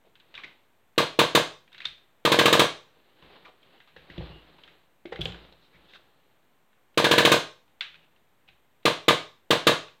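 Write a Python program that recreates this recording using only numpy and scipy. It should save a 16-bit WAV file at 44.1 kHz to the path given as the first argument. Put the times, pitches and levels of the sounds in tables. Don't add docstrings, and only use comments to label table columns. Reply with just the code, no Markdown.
import sys
import numpy as np
from scipy import signal
from scipy.io import wavfile
from scipy.ndimage import uniform_filter1d

SR = 44100
rng = np.random.default_rng(int(sys.argv[2]) if len(sys.argv) > 2 else 0)


def magnitude_from_level(level_db):
    exponent = np.asarray(level_db, float) / 20
    return 10 ** exponent


def inscribe(sig):
    pcm = np.round(np.clip(np.atleast_2d(sig).T, -1, 1) * 32767)
    wavfile.write(sys.argv[1], SR, pcm.astype(np.int16))


N = 441000

# (frequency [Hz], t60 [s])
ROOM_DECAY = [(60, 0.49), (160, 0.18), (420, 0.32), (1100, 0.33), (2900, .32), (6000, 0.36), (10000, 0.26),
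              (15000, 0.17)]
# (frequency [Hz], level [dB], t60 [s])
TABLE_MODES = [(56.7, -5.5, 0.54), (74.95, -4.5, .24), (124.89, -1.5, 0.19), (158.3, -2, .3),
               (174.13, -1.5, .2), (315, -5.5, 0.12), (350, -4.5, .15), (541, -7.5, 0.093)]
# (frequency [Hz], density [dB per Hz])
HUSH_SPECTRUM = [(32, -33), (55, -2.5), (136, -0.5), (905, -4), (1180, -6), (1290, -7), (1760, -7.5),
                 (3670, -14), (5000, -24.5), (8430, -21), (9950, -25), (13600, -19), (16000, -27.5)]
# (start [s], end [s], ring [Hz], rms level [dB])
SCRAPES = [(0.025, 0.103, 600, -63.5), (0.375, 0.412, 1100, -48.5), (0.409, 0.49, 340, -59),
           (0.43, 0.458, 2269, -40), (3.443, 3.471, 2220, -48.5), (3.45, 3.496, 1150, -48.5),
           (3.475, 3.509, 690, -52.5), (4.163, 4.263, 600, -55.5), (5.115, 5.143, 2010, -41),
           (5.27, 5.317, 3334, -53), (5.371, 5.525, 3350, -66.5), (5.583, 5.707, 3810, -66),
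           (5.716, 5.792, 2200, -60.5), (5.86, 5.959, 3439, -61), (5.925, 5.985, 3440, -55),
           (5.932, 5.98, 1600, -50), (7.949, 7.968, 2800, -55), (8.013, 8.061, 2675, -65),
           (8.473, 8.494, 2799, -59)]
# (start [s], fastest [s], end [s], rubbing [dB], weight on the table [dB])
MOVES = [(0.052, 0.465, 0.7278, -59, -3), (1.55, 1.82, 2.389, -65.5, 2.7114), (2.7, 2.803, 4.1, -66, -5),
         (2.948, 3.351, 3.6208, -54, -3), (3.2, 3.75, 3.9477, -61, -7.5), (3.85, 4.214, 4.8528, -50.5, 3),
         (4.396, 4.713, 5.03, -62.5, -1), (5.05, 5.263, 5.6459, -47, 6), (5.197, 5.851, 6.67, -62, -1),
         (6.6, 6.9, 6.627, -71, 1), (7.62, 7.98, 8.4015, -68.5, 7), (8.299, 8.55, 8.46, -80, 5)]
# (frequency [Hz], density [dB per Hz])
RUB_SPECTRUM = [(88, -29.5), (150, -5), (209, -8.5), (333, -1), (565, -4.5), (1130, -8.5), (2470, -12),
                (2750, -9.5), (4070, -10.5), (5500, -35), (7150, -61), (12100, -120)]
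# (time [s], table level [dB], knock [Hz], knock over table [dB])
BUMPS = [(0.07, -64.5, 413.4, 9.5), (0.339, -54, 598, -1), (0.435, -64, 350, -12),
         (1.859, -46.5, 641.6, -15.5), (2.969, -66, 471.3, 6.5), (3.223, -46, 500.7, -19),
         (3.964, -46, 490, 0.7347), (4.098, -38, 310, -9.5), (4.179, -20.5, 340.6, -13.5),
         (4.207, -39, 495, 1.5), (4.299, -34.5, 404, -16), (4.359, -43, 393.7, -6), (5.054, -49.5, 350, 16),
         (5.123, -42, 482, 13), (5.191, -21, 364.7, -10.5), (5.21, -51, 368, -6), (5.255, -27.5, 472, -3.5),
         (5.29, -30, 390, -26), (5.522, -56, 540, 2.1), (5.743, -48.5, 598, -20.5), (5.932, -61, 540, -1.5),
         (7.805, -64.5, 807.7, -7.5), (8.485, -53.5, 786, -7.5)]
# (frequency [Hz], density [dB per Hz])
CLICK_SPECTRUM = [(180, -57.5), (300, -31), (434, -28.5), (986, -19.5), (1650, -7), (1940, -8),
                  (2800, -3.5), (3810, -6.5), (4840, -26), (14000, -55.5)]
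# (time [s], peak level [dB], ring [Hz])
SELECTOR_CLICKS = [(0.154, -42.5, 3206), (0.199, -43, 3600), (0.31, -61, 3600), (0.341, -31, 2790),
                   (0.351, -28, 3500), (0.377, -26.5, 2264), (0.435, -30.5, 2200), (0.474, -37.5, 2340),
                   (1.677, -45.5, 2360), (1.718, -40.5, 1620), (1.728, -40.5, 3640), (1.745, -33, 2280),
                   (1.78, -31, 3815), (1.803, -27, 2170), (1.818, -30, 2460), (1.844, -27, 2157),
                   (1.978, -43.5, 3626), (7.679, -51.5, 1030), (7.808, -14, 3520), (7.942, -38, 2600),
                   (8.162, -53, 2715), (8.487, -39.5, 2610)]
# (time [s], peak level [dB], ring [Hz])
LIFTING_CLICKS = [(3.224, -37.5, 896.9), (3.629, -47, 3169), (3.777, -50, 2990), (3.802, -38.5, 1954),
                  (3.874, -39, 1210), (3.963, -33, 1850), (3.985, -43.5, 1802), (4.099, -32, 1963),
                  (4.179, -34, 3251), (4.583, -40, 1102), (4.635, -37, 3360), (4.676, -37, 1805)]
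# (time [s], peak level [dB], ring [Hz])
LANDING_CLICKS = [(5.055, -28.5, 2150), (5.124, -24.5, 925), (5.159, -26, 2068), (5.19, -36, 3010),
                  (5.321, -29, 3260), (5.344, -30.5, 1654), (5.524, -41, 3800), (5.568, -55.5, 3770),
                  (5.806, -49, 894), (5.935, -34.5, 2549), (6.73, -49, 1823)]
# (time [s], peak level [dB], ring [Hz])
SNAP_CLICKS = [
    (1.853, -13, 3650),
    (1.867, -29, 3830),
    (5.208, -26, 3426),
    (5.214, -17.5, 3301),
    (5.255, -16.5, 3330),
]
# (time [s], peak level [dB], ring [Hz])
TRIGGER_CLICKS = [
    (0.961, -49.5, 2800),
    (2.239, -53.5, 2500),
    (6.943, -46.5, 3000),
    (8.83, -46, 2800),
    (9.062, -43, 2500),
    (9.375, -57, 2500),
    (9.882, -32.5, 1700),
]
# (t60 [s], ring share [0-1], room level [dB])
CLICK_TOUCH = [
    (0.035, 0.3, 7.5),
    (0.035, 0.38, 8),
    (0.026, 0.37, 2),
    (.029, .52, -1.8),
    (.025, 0.1, 3),
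]
# (time [s], pop level [dB], lean to the high receiver family [dB], crack re pop [dB])
SHOTS = [(0.978, -7, -3.5, -27), (1.189, -4.5, -2.5, -21), (1.349, -4.5, -3, -17), (2.25, -7.5, -5, -27.5),
         (2.317, -6.5, .7, -22), (2.387, -5, .7, -21.5), (2.455, -5, -2, -22), (2.526, -5, -.6, -17),
         (2.593, -4.5, -2.5, -17.5), (6.974, -7, -1.5, -27.5), (7.041, -7.5, 5.5, -29),
         (7.111, -5.5, 4, -21), (7.179, -5, 3.5, -21), (7.249, -4.5, 0.7256, -20.5),
         (7.316, -4.5, 0, -16.5), (8.853, -6.5, -3, -35), (9.081, -4.5, -1.5, -23.5),
         (9.505, -6, -2, -26.5), (9.668, -4, -1.5, -22)]
# (crest [s], frequency [Hz], half width [s], level [dB])
SHOT_PULSES = [
    (.0016, 440, .0015, 0),
    (.0078, 400, .0014, -7),
    (.009, 130, .008, -17),
    (.0271, 620, .0021, -7),
    (.0265, 330, .0028, -7.5),
    (.0335, 500, .002, -12),
    (.051, 620, .002, -13),
]
# (frequency [Hz], crest [s], half width [s], level [dB])
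RECEIVER_RINGS = [
    [(1150, .0140, 0.0029, 2.5), (940.77, .028, 0.0024, -0.5), (1100, 0.062, .004, -11.5)],
    [(1648, .016, 0.003, 1), (1591.8, .031, 0.0031, -4.5), (1600, .052, 0.0021, -10)],
]
# (frequency [Hz], density [dB per Hz])
JET_SPECTRUM = [(400, -30.5), (800, -10.5), (1000, -6.5), (1400, -9), (2200, -8.5), (3000, -6.5),
                (3700, -5), (4150, -9), (4700, -17.5), (5500, -22), (9000, -26.5), (16000, -34.5)]
# (frequency [Hz], density [dB per Hz])
CRACK_SPECTRUM = [(1500, -29), (4000, -5), (6500, 3.5), (9500, -2.5), (10200, -12), (12000, -6),
                  (15000, -5.5), (17000, -29.5)]
# (time [s], peak level [dB])
SPARKS = [
    (1.728, -56.5),
    (1.8535, -46.5),
    (5.1223, -67.5),
    (5.213, -41),
    (5.252, -41.5),
    (5.9349, -61),
    (7.8088, -53),
]
# (start [s], end [s], frequency [Hz], rms level [dB])
RAIL_SQUEAK = (4.26, 4.43, 2830, -62)


def evened(x):
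    return x / np.sqrt(np.mean(x ** 2) + 1e-20)


def read(points, hz):
    f, value = np.transpose(points)
    return np.interp(np.log(hz + 1), np.log(f + 1), value)


def add(mix, s, sound):
    part = mix[round(s * SR):][:len(sound)]
    part += sound[:len(part)]


def coloured(x, spectrum):
    half = np.log(magnitude_from_level(read(spectrum, np.fft.rfftfreq(4096, 1 / SR))))
    log_spectrum = np.conj(signal.hilbert(np.r_[half, half[-2:0:-1]]))
    taps = np.fft.ifft(np.exp(log_spectrum)).real[:2048]
    return signal.oaconvolve(x, taps / np.linalg.norm(taps))[:len(x)]


def ring(hz, t60, rise):
    t = np.arange(SR // 2) / SR
    return np.sin(2 * np.pi * hz * t) * magnitude_from_level(-60 * t / t60) * (1 - np.exp(-t / rise))


def pulse(crest, hz, width):
    t = np.arange(3000) / SR - crest
    return np.cos(2 * np.pi * hz * t) * np.exp(-(t / width) ** 2)


def table(force):
    body = sum(magnitude_from_level(db) * ring(hz, t60, 0.0029) for hz, db, t60 in TABLE_MODES)
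    return signal.oaconvolve(force, body / abs(body).max())[:N]


def room(x):
    taps = np.zeros(SR)
    at = np.arange(300, SR - 20, 20)
    taps[at + rng.integers(0, 20, len(at))] = rng.choice([-1., 1.], len(at))
    hz, t, bands = signal.stft(taps, SR, nperseg=256)
    decay = magnitude_from_level(-60 * t / read(ROOM_DECAY, hz)[:, None])
    tail = signal.istft(bands * decay, SR, nperseg=256)[1]
    return signal.fftconvolve(x, tail / np.linalg.norm(tail))[:N]


def hush():
    return magnitude_from_level(-68) * evened(coloured(rng.standard_normal(N), HUSH_SPECTRUM))


def scrapes():
    out = np.zeros(N)
    for start, end, hz, db in SCRAPES:
        slips = rng.standard_normal(round((end - start) * SR))
        part = ring(hz, 0.0058 * np.sqrt(2200 / hz), .0001)[:800]
        tone = evened(signal.oaconvolve(slips, part)[:len(slips)])
        grit = .5 * evened(coloured(slips, CLICK_SPECTRUM))
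        add(out, start, magnitude_from_level(db - 0.5) * np.hanning(len(slips)) * (tone + grit))
    return out


def rubbing():
    rub, weight = np.zeros((2, N))
    slips = rng.standard_normal(N) * magnitude_from_level(2.0 * rng.exponential(1, N))
    drift = uniform_filter1d(uniform_filter1d(rng.standard_normal(N), 500), 500)
    lumps = magnitude_from_level(1.1 * evened(drift))
    hiss = evened(coloured(slips, RUB_SPECTRUM) * lumps)
    rumble = evened(table(rng.standard_normal(N) * lumps))
    edge_db = -23.5
    for start, fastest, end, db, weight_db in MOVES:
        t = np.arange(start, end, 1 / SR)
        speed_db = np.interp(t, [start, fastest, end], [edge_db, 0, edge_db])
        speed = magnitude_from_level(db + speed_db) * signal.windows.tukey(len(t), .1)
        add(rub, start, speed ** 2)
        add(weight, start, (magnitude_from_level(weight_db) * speed) ** 2)
    return magnitude_from_level(1.5) * np.sqrt(rub) * hiss + magnitude_from_level(-8.5) * np.sqrt(weight) * rumble


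def bumps():
    force, knocks = np.zeros((2, N))
    push = np.hanning(round(0.0061 * SR))
    for s, db, hz, knock_db in BUMPS:
        add(force, s, magnitude_from_level(db) * push / push.sum())
        knock = ring(hz, 0.0284, 0.0014167) + .5 * ring(hz * 1.63, 0.02457, 0.0016)
        add(knocks, s, magnitude_from_level(db + knock_db + 9.0) * knock)
    return table(force) + knocks + magnitude_from_level(-6.5) * room(knocks)


def clicks():
    cracks, rings, blows = np.zeros((3, N))
    t = np.arange(4000) / SR
    actions = (SELECTOR_CLICKS, LIFTING_CLICKS, LANDING_CLICKS, SNAP_CLICKS, TRIGGER_CLICKS)
    for rows, (t60, share, wet_db) in zip(actions, CLICK_TOUCH):
        for s, db, hz in rows:
            noise = rng.standard_normal(len(t)) * magnitude_from_level(-60 * t / t60) * (1 - np.exp(-t / 0.00053))
            part = ring(hz, 0.0065, .0002)[:1000]
            tone = signal.oaconvolve(noise, part / np.linalg.norm(part))
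            add(cracks, s, magnitude_from_level(db - 7) * (1 - share) * noise)
            add(rings, s, magnitude_from_level(db - 0.5) * share * tone)
            add(blows, s, magnitude_from_level(db + wet_db) * rng.choice([-1., 1.], 1))
    near = coloured(cracks, CLICK_SPECTRUM) + rings
    return near + magnitude_from_level(-10) * room(rings) + room(coloured(blows, CLICK_SPECTRUM))


def shots():
    pops, cracks, jets, rings, recoil, fronts = np.zeros((6, N))
    t = np.arange(3000) / SR
    pop = sum(magnitude_from_level(db) * pulse(crest, hz, width) for crest, hz, width, db in SHOT_PULSES)
    pop = pop * (1 - np.exp(-t / 0.00011))
    opening = 1 - np.exp(-(t / 0.0022) ** 2)
    slam = np.exp(-((t - .028) / 0.0016) ** 2)
    valve = opening * np.exp(-(t / 0.013) ** 2) + 0.32 * slam
    jet_db, ring_db = -7.5, -16
    for s, db, lean_db, crack_db in SHOTS:
        add(pops, s, magnitude_from_level(db - 1.5) * pop)
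        crack = opening * np.exp(-t / 0.013) * rng.standard_normal(len(t))
        add(cracks, s, magnitude_from_level(db + crack_db - 1.0) * crack)
        add(jets, s, magnitude_from_level(db + jet_db - 8.5) * evened(valve * rng.standard_normal(len(t))))
        add(fronts, s, magnitude_from_level(db + jet_db + 22) * np.ones(1))
        add(recoil, s + 0.0034, magnitude_from_level(db - 24.5) * np.r_[1, np.zeros(130), -1])
        for family, family_db in zip(RECEIVER_RINGS, (ring_db - lean_db, ring_db + lean_db)):
            for hz, crest, width, mode_db in family:
                late = crest + .0005 * rng.standard_normal()
                mode = pulse(late, hz * rng.uniform(0.94, 1.03), width)
                add(rings, s, magnitude_from_level(db + family_db + mode_db + 3.5) * mode)
    jets, cracks = coloured(jets, JET_SPECTRUM), coloured(cracks, CRACK_SPECTRUM)
    near = pops + 0.83 * jets + cracks + rings + table(recoil)
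    to_walls = magnitude_from_level(-7) * pops + magnitude_from_level(-9) * jets + coloured(fronts, JET_SPECTRUM)
    to_walls = to_walls + magnitude_from_level(-6.0) * cracks + magnitude_from_level(-8) * rings
    small = signal.butter(3, 105, "high", fs=SR, output="sos")
    return signal.sosfilt(small, near + room(to_walls))


def sparks():
    out, t = np.zeros(N), np.arange(1000) / SR
    for s, db in SPARKS:
        add(out, s, magnitude_from_level(db - 7) * np.exp(-t / .003) * rng.standard_normal(len(t)))
    out = coloured(out, CRACK_SPECTRUM)
    return out + magnitude_from_level(-3.0) * room(out)


def squeak():
    start, end, hz, db = RAIL_SQUEAK
    slips = rng.standard_normal(round((end - start) * SR))
    drag = slips * np.hanning(len(slips)) ** .5
    whistle = signal.oaconvolve(drag, ring(hz, 0.01843, 0.00088)[:2000])
    out = np.zeros(N)
    add(out, start, magnitude_from_level(db) * evened(whistle))
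    return out


def scene():
    drags = scrapes() + squeak()
    handling = drags + magnitude_from_level(-9.5) * room(drags) + rubbing() + bumps() + clicks() + sparks()
    return (hush() + handling + shots())[None]


def top_cut(x):
    return signal.sosfilt(signal.butter(12, 16660, fs=SR, output="sos"), x)


def record(dry):
    overloaded = 1.2605 * np.tanh(dry / 1.3548)
    thinned = signal.sosfilt(signal.butter(2, 60, "high", fs=SR, output="sos"), overloaded)
    notched = thinned - 0.46 * signal.lfilter(*signal.iirpeak(10100, 14, fs=SR), thinned)
    top = signal.firwin(255, 16150, window=("kaiser", 8), fs=SR)
    mix = signal.oaconvolve(notched, top[None], "same") - .0005
    return top_cut(mix)


dry = scene()
out = record(dry)
inscribe(out)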